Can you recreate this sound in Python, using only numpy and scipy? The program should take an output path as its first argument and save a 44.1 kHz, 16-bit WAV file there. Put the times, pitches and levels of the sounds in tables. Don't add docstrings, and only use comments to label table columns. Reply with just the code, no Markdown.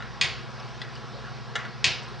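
import sys
import numpy as np
from scipy import signal
from scipy.fft import rfft, irfft, next_fast_len
from scipy.io import wavfile
from scipy.ndimage import uniform_filter1d, map_coordinates

SR = 44100
rng = np.random.default_rng(int(sys.argv[2]) if len(sys.argv) > 2 else 0)


def ratio_of_db(decibels):
    return 10 ** (np.asarray(decibels, float) / 20)


def unload_audio(sound):
    columns = np.transpose(np.atleast_2d(sound))
    steps = np.round(np.clip(columns, -1, 1) * 32767)
    wavfile.write(sys.argv[1], SR, steps.astype(np.int16))


N = 97020


def unit(x):
    return x / np.sqrt(np.mean(x ** 2) + 1e-20)


def along(points, hz):
    f, v = np.transpose(points)
    return np.interp(np.log(hz + 1), np.log(f + 1), v)


def wobble(rate):
    knots = rng.standard_normal(int(N * rate / SR) + 4)
    return map_coordinates(knots, [np.arange(N) * rate / SR])


def filtered(x, response):
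    m = next_fast_len(x.shape[-1] + SR // 2)
    return irfft(rfft(x, m) * response(np.fft.rfftfreq(m, 1 / SR)), m)[..., :x.shape[-1]]


CRACK, CRACK_T60_S, ATTACK_S = 0.2, 0.0081, 0.0001
BLOOM = 0.038
SCATTER_DB, GRAIN_RAD = 1.5, 0.07


def ring(modes, crack, attack_s=ATTACK_S):
    t = np.arange(SR // 3) / SR
    x = np.zeros(len(t))
    for k, (hz, db, t60) in enumerate(modes):
        decay = ratio_of_db(db + rng.normal(0, SCATTER_DB) - 60 * t / t60)
        bloom = 1 - np.exp(-t / (BLOOM * t60))
        grain = GRAIN_RAD * hz / 3000 * np.cumsum(rng.standard_normal(len(t)))
        x += (-1) ** k * decay * bloom * np.sin(2 * np.pi * hz * t + grain)
    x += crack * ratio_of_db(-60 * t / CRACK_T60_S) * rng.standard_normal(len(t))
    x *= 1 - np.exp(-t / attack_s)
    return x / np.abs(x).max()


NECK_WET_DB, JAW_WET_DB, LEVER_WET_DB, TICK_WET_DB = -4, -12, -12.5, -11
ROOM_DELAY_S, ROOM_RISE_S, ROOM_FEED_T60_S = 0.0087, 0.0059, 0.008
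# frequency in Hz, t60 in seconds.
ROOM_DECAY = [(300, 0.83), (800, 0.32), (2100, 0.46), (5500, 0.45), (9000, 0.22)]
# frequency in Hz, level in dB.
ROOM_COLOUR = [(60, -29), (300, -1.5), (1000, 7), (2400, 6), (3300, -4), (4500, -1.5), (6500, -6),
               (9000, -5.5)]
# delay in seconds, level in dB.
WALLS = [(.0045, -10.5), (.0105, -6), (.021, -12.5), (.031, -11.5)]


def in_room(blow, wet_db):
    hz, t, z = signal.stft(rng.standard_normal((2, SR * 3 // 5)), SR, nperseg=256)
    tail_db = along(ROOM_COLOUR, hz)[:, None] - 60 * t / along(ROOM_DECAY, hz)[:, None]
    tail = signal.istft(z * ratio_of_db(tail_db), SR, nperseg=256)[1]
    since_arrival = np.maximum(np.arange(tail.shape[1]) / SR - ROOM_DELAY_S, 0)
    tail = tail * (1 - np.exp(-since_arrival / ROOM_RISE_S))
    feed = blow * ratio_of_db(-60 * np.arange(len(blow)) / SR / ROOM_FEED_T60_S)
    feed = feed * np.linalg.norm(blow) / np.linalg.norm(feed)
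    wet = signal.fftconvolve(feed[None], ratio_of_db(wet_db) * tail / np.linalg.norm(tail[0]), axes=1)
    dry = np.pad(blow, (0, wet.shape[1] - len(blow)))
    walls = sum(ratio_of_db(db + wet_db - NECK_WET_DB) * np.roll(dry, round(s * SR)) for s, db in WALLS)
    return wet + (dry + walls) * [[1], [.5]]


REBOUND_S, REBOUND_DB = 0.0026, -3
# start in seconds, peak in dB.
CLACKS = [
    (0.2121, -5.5),
    (1.8425, -5.5),
]
# frequency in Hz, level in dB, t60 in seconds.
NECK = [(1040, -24.5, 0.037), (1615, -22, 0.014), (1870, -10.5, 0.027), (2255, -16, 0.011),
        (2477, -6, 0.022), (2775, -10.5, 0.015), (3265, -3.5, 0.011), (3696, -1.5, 0.0083),
        (3694, 0, 0.0088), (4422, -9.5, 0.019), (5020, -6.5, 0.0068), (5800, -14, 0.0057),
        (6600, -9, 0.0078), (8800, -39, 0.016)]


def head_clacks():
    blows = []
    for s, db in CLACKS:
        for k in range(2):
            sound = in_room(ring(NECK, CRACK), NECK_WET_DB)
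            blows.append((s + k * REBOUND_S, db + k * REBOUND_DB, sound))
    return blows


# frequency in Hz, level in dB, t60 in seconds.
STAND = [(84, -37, 0.39), (103, -37.5, .2), (145.3, -32, 0.29), (383, -41.5, 0.077)]


def stand_thumps():
    loudest_db = max(db for hz, db, t60 in STAND)
    return [(s, db + loudest_db, ring(STAND, 0, attack_s=0.023) * [[1], [0]]) for s, db in CLACKS]


# start in seconds, peak in dB.
BITES = [
    (0.816, -19),
]
# frequency in Hz, level in dB, t60 in seconds.
JAW = [(1606, 1, 0.018), (1962, 1, .035), (2600, -2, .02), (3250, -0.5, 0.016), (3670, 6, 0.019),
       (4040, -6, 0.056), (4450, -2.5, 0.016), (4910, -2.5, 0.02), (6300, -17, .015), (8180, -28, .015)]


def jaw_bites():
    return [(s, db, in_room(ring(JAW, CRACK), JAW_WET_DB)) for s, db in BITES]


# start in seconds, peak in dB.
RELEASES = [
    (0.004, -28),
    (0.023, -26.5),
    (1.5543, -17),
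    (1.5567, -16),
    (1.560, -16.5),
    (1.5629, -18.5),
    (1.651, -25.5),
    (1.658, -34.5),
]
# frequency in Hz, level in dB, t60 in seconds.
LEVER = [(540, -12, .02), (835, -10.5, 0.011), (1408, -2, 0.039), (1763, -1.5, 0.023), (2070, -5, .025),
         (2874, -6.5, 0.024), (3336, -3, 0.0099), (3897, -6.5, 0.017), (4990, -13, 0.0064),
         (6130, -12.5, .012), (6950, -12, 0.0095), (8480, -28, .008)]
DULL_DB_PER_OCTAVE = 0.5


def lever_blow(db):
    softer_db = max(level for s, level in RELEASES) - db
    modes = []
    for hz, level, t60 in LEVER:
        octaves_up = max(np.log2(hz / 1800), 0)
        modes.append((hz, level - DULL_DB_PER_OCTAVE * softer_db * octaves_up, t60))
    return ring(modes, CRACK * ratio_of_db(-2 * softer_db))


def lever_releases():
    return [(s, db, in_room(lever_blow(db), LEVER_WET_DB)) for s, db in RELEASES]


TICK_SPREAD = 0.05
# start in seconds, peak in dB, pitch in Hz, t60 in seconds.
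TICKS = [
    (.5974, -39, 5140, 0.023),
    (.598, -43, 3320, 0.012),
    (0.9533, -36, 4950, 0.0185),
    (0.9544, -57, 7500, 0.012),
    (.960, -39, 2930, 0.032),
    (.687, -58, 7800, 0.021),
    (2.0306, -50, 7580, 0.018),
    (2.085, -55, 8660, 0.032),
]


def wire_ticks():
    blows = []
    for s, db, hz, t60 in TICKS:
        modes = [(hz, 0, t60), (hz + TICK_SPREAD * hz, -5, t60), (hz - TICK_SPREAD * hz, -5, t60)]
        blows.append((s, db, in_room(ring(modes, 0.1), TICK_WET_DB)))
    return blows


def toy():
    out = np.zeros((2, N + 2 * SR))
    for s, db, sound in head_clacks() + stand_thumps() + jaw_bites() + lever_releases() + wire_ticks():
        out[:, round(s * SR):][:, :sound.shape[1]] += ratio_of_db(db) * sound
    return out[:, :N]


# frequency in Hz, rms in dB, unsteadiness in dB, phase wander in radians.
HUM = [(54.6, -61, 2, .8), (59.1, -63, 2.5, .8), (109.1, -62, 1.5, .4), (120.03, -49, .3, .05),
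       (138.2, -53, 1.5, .3), (209, -62, 1.5, .6), (218.2, -59, 1.5, .5), (240.06, -61, .5, .1),
       (360, -62, .5, .1), (472.2, -64, 1.5, .5), (1146, -61, 1, .8)]
HUM_DB = -0.2


def motor_hum():
    t = np.arange(N) / SR
    x = np.zeros(N)
    for hz, db, sway_db, wander in HUM:
        level = np.sqrt(2) * ratio_of_db(db + sway_db * wobble(5.5))
        x += level * np.sin(2 * np.pi * (hz * t + rng.random()) + wander * wobble(4.24))
    return ratio_of_db(HUM_DB) * x * np.array([[1], [0]])


AIR_PATCHY_DB = 1.5


def rush(spectrum):
    z = signal.stft(rng.standard_normal((2, N)), nperseg=512)[2]
    field = uniform_filter1d(rng.standard_normal(z.shape[1:]), 6, 0)
    field = uniform_filter1d(field, 10, 1)
    pair = signal.istft(z * ratio_of_db(AIR_PATCHY_DB * unit(field)), nperseg=512)[1][:, :N]
    return unit(filtered(pair, lambda hz: ratio_of_db(along(spectrum, hz))))


# frequency in Hz, density in dB per Hz.
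AIR = [(200, -42), (330, -10.5), (1100, -8), (1650, -10), (2000, -16.5), (5500, -20.5), (6400, -31.5),
       (9300, -45)]
# frequency in Hz, density in dB per Hz.
RUMBLE = [(15, -45), (35, -29), (60, -23.5), (130, -5), (230, -8.5), (330, -12.5), (500, -61.5)]
AIR_DB, AIR_SWELL_DB, RUMBLE_DB = -43.5, 0.4, -54.5


def fan_air():
    return ratio_of_db(AIR_DB + AIR_SWELL_DB * wobble(3.5)) * rush(AIR) + ratio_of_db(RUMBLE_DB) * rush(RUMBLE)


DRUM_HZ, DRUM_DB = 149.8, -48.5


def camera_drum():
    phase = 2 * np.pi * DRUM_HZ * np.arange(N) / SR + 0.3 * wobble(1.8)
    return np.sqrt(2) * ratio_of_db(DRUM_DB + wobble(4)) * np.sin(phase)


# frequency in Hz, level in dB.
APART = [(60, -3), (300, -7), (1000, -14), (2500, -17), (5000, -17), (7000, -4), (9000, -2)]
# frequency in Hz, share of the middle taken from the left.
LEAN = [(6500, 0), (7400, .45), (9000, .4)]


def scene():
    mid, apart = toy() + motor_hum() + fan_air()
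    side = filtered(apart, lambda hz: ratio_of_db(along(APART, hz))) - filtered(mid, lambda hz: along(LEAN, hz))
    side = side + camera_drum()
    return np.array([mid + side, mid - side])


def top_cut(x):
    return signal.sosfilt(signal.butter(12, 9420, fs=SR, output="sos"), x)


WIDEN_HZ, LEAK_HZ = 157.4, 15
NOTCH_HZ, NOTCH_DEPTH, NOTCH_FEEDBACK = 299.07, 0.99, 0.57
# frequency in Hz, level in dB.
MIC = [(6900, -1), (7500, -6.5), (8400, 2), (8950, -6), (9200, -26), (9450, -70.5), (9600, -90)]


def record(dry):
    wide = filtered(dry.mean(0), lambda hz: -1j * WIDEN_HZ * hz / (hz ** 2 + LEAK_HZ ** 2))

    def comb(hz):
        delay = np.exp(-2j * np.pi * hz / NOTCH_HZ)
        return (1 - NOTCH_DEPTH * delay) / (1 - NOTCH_FEEDBACK * delay)

    x = filtered(dry + wide * [[1], [-1]], lambda hz: comb(hz) * ratio_of_db(along(MIC, hz)))
    return top_cut(x)


dry = scene()
out = record(dry)
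unload_audio(out)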